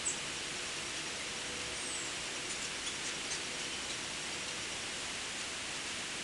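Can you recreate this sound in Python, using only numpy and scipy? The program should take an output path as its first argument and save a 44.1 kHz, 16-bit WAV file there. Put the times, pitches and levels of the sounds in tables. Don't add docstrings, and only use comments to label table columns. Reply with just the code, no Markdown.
import sys
import numpy as np
from scipy import signal
from scipy.fft import rfft, irfft, next_fast_len
from scipy.io import wavfile
from scipy.ndimage import map_coordinates

SR = 44100
rng = np.random.default_rng(int(sys.argv[2]) if len(sys.argv) > 2 else 0)


def put_to_file(sound):
    columns = np.atleast_2d(sound).T
    safe = np.clip(columns, -1, 1)
    whole_steps = np.round(safe * 32767)
    wavfile.write(sys.argv[1], SR, whole_steps.astype(np.int16))


N = 274919
TIME = np.arange(N) / SR

# frequency in Hz, relative spectral density in dB.
HISS_SPECTRUM = [(300, -15), (800, -6), (1400, -3.5), (2100, -1), (2550, -0.1), (2850, 1), (3400, -2.5),
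                 (4200, -4.5), (5800, -6.5), (7500, -6.5), (8700, -9.5), (10000, -11), (12000, -16.5)]
# frequency in Hz, relative spectral density in dB.
DRONE_SPECTRUM = [(15, -17), (45, -12), (65, -4.5), (115, -3.5), (250, -0.5), (340, 0.5), (450, -3),
                  (650, -6), (1000, -12.5), (2500, -38)]
# centre in Hz, width in Hz, level in dB before the swell.
HUM_BANDS = [(34.6, 3.4, -73), (64.7, 8.7, -67.5), (148.6, 7.5, -67.5), (248.8, 4.6, -75),
             (329.6, 4.8, -65.5), (362.5, 14, -63), (492.6, 13.6, -62.5), (639, 22, -67.5)]
# start in seconds, length in seconds, pitch in Hz, glide in octaves, level in dB.
FAR_BIRD_NOTES = [ (0.948, 0.0464, 3163, .45, -48), (1.198, 0.0215, 2110, -.1, -43.5),
                  (1.595, .033, 2400, -.4, -53), (3.262, .17, 4700, -0.095, -51),
                  (3.569, .3, 3070, .02, -49.5), (4.322, .018, 4640, .02, -46), (4.638, .16, 2760, 0, -56)]
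# time of the peak in seconds, width in seconds, level in dB.
RUSTLE_PUFFS = [(.975, 0.023, -48), (1.607, .012, -45), (3.080, 0.026, -41), (3.348, .015, -41.5),
                (3.612, 0.019, -44), (3.925, 0.018, -48), (5.410, 0.015, -46), (5.74, .025, -49),
                (5.89, .02, -47)]
# frequency in Hz, relative spectral density in dB.
RASP_SPECTRUM = [(500, -18), (2000, 11.5), (4000, 7), (6500, 10.5), (9500, 3), (12000, -28)]
# start in seconds, length in seconds, pitch in Hz, glide in
# octaves, throat resonance in Hz, level in dB, rasp in dB relative to the voice.
SQUEAK_NOTES = [ (2.494, 0.044, 2370, -0.16, 8000, -44.5, 4.5), (2.616, .022, 3700, -.2, 7500, -42.5, -0.5),
                (2.641, .022, 3550, -0.192, 7000, -46, 4), (2.861, .018, 3170, -.04, 9500, -45, -9),
                (2.865, .027, 3379, 0.19, 4300, -38.5, -5), (3.057, 0.0233, 6400, -.37, 6400, -47, -2),
                (3.304, 0.035, 2100, .06, 5700, -38.5, -5), (3.894, 0.025, 3960, 0.204, 4000, -43, 0),
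                (4.479, 0.019, 1366, 0.084, 3420, -43, -3), (5.377, .014, 7000, -.03, 7000, -48, -6)]
# frequency in Hz, gain in dB.
MICROPHONE_RESPONSE = [(10000, 0.5), (10450, -3), (11000, -14), (11650, -12.5), (12200, -22)]

BAND_LIMIT_HZ = 12280


def amp(db):
    return 10 ** (np.asarray(db) / 20)


def unit_rms(x):
    return x / np.sqrt(np.mean(x ** 2) + 1e-20)


def gain_at(curve, hz):
    points_hz, points_db = np.transpose(curve)
    return amp(np.interp(np.log(hz + 1), np.log(points_hz + 1), points_db))


def filtered(x, response):
    size = next_fast_len(N + SR // 2)
    return irfft(rfft(x, size) * response(np.fft.rfftfreq(size, 1 / SR)), size)[:N]


def noise(spectrum):
    return unit_rms(filtered(rng.standard_normal(N), lambda hz: gain_at(spectrum, hz)))


def wobble(rate):
    return map_coordinates(rng.standard_normal(int(N * rate / SR) + 4), [TIME * rate])


def tone(hz):
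    return np.sqrt(2) * np.sin(2 * np.pi * np.cumsum(hz) / SR)


def arch(progress):
    return np.sqrt(np.clip(4 * progress * (1 - progress), 0, None))


def arched_note(start_s, length_s, mid_hz, glide_octaves, droop_octaves=0.0588):
    span = slice(round(start_s * SR), round((start_s + length_s) * SR))
    progress = np.linspace(0, 1, span.stop - span.start)
    octaves = glide_octaves * (progress - .5) - droop_octaves * (2 * progress - 1) ** 2
    return span, arch(progress), mid_hz * 2 ** octaves


def foliage(call, wet_db, t60_s, echo_db, echo_s):
    t = np.arange(SR // 2) / SR
    build_up = 1 - np.exp(-t / 0.0074)
    scatter = rng.standard_normal(len(t)) * amp(-60 * t / t60_s) * build_up
    paths = amp(wet_db) * scatter / np.linalg.norm(scatter)
    paths[0] += 1
    paths[round(echo_s * SR)] += amp(echo_db)
    return signal.fftconvolve(call, paths / np.linalg.norm(paths))[:N]


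def garden_ambience(hiss_db, drone_db, hum_crest_s=1.9, hum_swell_s=2, hum_lift_db=2.5):
    def bands(hz):
        return sum(amp(db) / np.sqrt(width_hz) / (1 + (2 * (hz - centre_hz) / width_hz) ** 2)
                   for centre_hz, width_hz, db in HUM_BANDS)

    hiss = amp(hiss_db + 0.15 * wobble(2.68)) * noise(HISS_SPECTRUM)
    drone = amp(drone_db + 0.38 * wobble(2.32)) * noise(DRONE_SPECTRUM)
    hum = filtered(rng.standard_normal(N), bands) * np.sqrt(SR / 2)
    swell = amp(hum_lift_db) / np.hypot(1, (TIME - hum_crest_s) / hum_swell_s)
    return hiss + drone + hum * swell


def cricket(start_s, stop_s, release_s, strokes_per_s, level_db, pitch_hz, bend_hz, waver_hz):
    t = np.clip(TIME - start_s, 0, None)
    strokes = strokes_per_s * t + .032 * t ** 2 / 2
    stroke = arch(strokes % 1 / 0.28)
    release = np.sqrt(np.clip((stop_s - TIME) / release_s, 0, 1))
    hz = pitch_hz + bend_hz * (stroke ** 2 - 1) + waver_hz * wobble(300)
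    uneven_db = level_db + .4 * wobble(6.4) + 1.6 * wobble(200)
    return release * stroke * amp(uneven_db) * tone(hz)


def far_birds(quaver):
    out = np.zeros(N)
    waver = 1 + quaver * wobble(250)
    for start_s, length_s, mid_hz, glide, db in FAR_BIRD_NOTES:
        span, swell, hz = arched_note(start_s, length_s, mid_hz, glide)
        out[span] += amp(db) * swell * tone(hz * waver[span])
    return out


def rustles():
    puffs = sum(amp(db) * np.exp(-.5 * ((TIME - peak_s) / width_s) ** 2)
                for peak_s, width_s, db in RUSTLE_PUFFS)
    grain = noise(RASP_SPECTRUM) * amp(2.7 * wobble(300))
    return puffs * unit_rms(grain)


def squeaks(jitter, throat_db_per_octave=17.5):
    out = np.zeros(N)
    rasp = noise(RASP_SPECTRUM)
    waver = 1 + jitter * wobble(500)
    for start_s, length_s, mid_hz, glide, throat_hz, db, rasp_db in SQUEAK_NOTES:
        span, swell, hz = arched_note(start_s, length_s, mid_hz, glide)
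        voice = np.zeros(len(hz))
        for harmonic in range(1, 5):
            if harmonic * mid_hz < BAND_LIMIT_HZ:
                octaves_off = abs(np.log2(harmonic * mid_hz / throat_hz))
                voice += amp(-throat_db_per_octave * octaves_off) * tone(harmonic * hz * waver[span])
        out[span] += amp(db) * swell * (unit_rms(voice) + amp(rasp_db) * rasp[span])
    return out


def whistle(start_s, length_s, from_hz, to_hz, plunge, crest_db, swell_db, quaver, fade_db=7.5):
    progress = np.clip((TIME - start_s) / length_s, 0, 1)
    gate = np.clip(np.minimum(progress, 1 - progress) * length_s / 0.0021, 0, 1)
    hz = from_hz + (to_hz - from_hz) * progress ** plunge
    db = crest_db - np.interp(progress, [0, 0.54, 1], [swell_db, 0, fade_db])
    waver = 1 + quaver * wobble(250)
    return gate * amp(db) * tone(hz * waver)


def scene():
    tseep = whistle(start_s=.050, length_s=.044, from_hz=8140, to_hz=5760, plunge=3.7,
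                    crest_db=-29.5, swell_db=13, quaver=0.0033)
    thin_call = whistle(start_s=1.734, length_s=.322, from_hz=9000, to_hz=7210, plunge=0.99,
                        crest_db=-42.8, swell_db=9, quaver=0.009)
    near = foliage(tseep, wet_db=-3, t60_s=0.28, echo_db=-14, echo_s=0.024)
    hidden = foliage(thin_call, wet_db=6, t60_s=0.55, echo_db=-10, echo_s=0.032)
    far = foliage(far_birds(quaver=0.0172), wet_db=-7, t60_s=0.25, echo_db=-9, echo_s=0.037)
    squabble = foliage(squeaks(jitter=0.0196), wet_db=-8, t60_s=0.29, echo_db=-24, echo_s=.025)
    insect = cricket(start_s=.066, stop_s=5.02, release_s=0.36, strokes_per_s=10.037,
                     level_db=-50.5, pitch_hz=5690, bend_hz=160.8, waver_hz=30)
    birds = near + hidden + far + squabble + rustles()
    mono = birds + insect + garden_ambience(hiss_db=-41.0, drone_db=-52)
    return np.array([mono, mono])


def record(dry):
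    def response(hz):
        return gain_at(MICROPHONE_RESPONSE, hz) * (hz < BAND_LIMIT_HZ)

    return np.array([filtered(channel, response) for channel in dry])


dry = scene()
out = record(dry)
put_to_file(out)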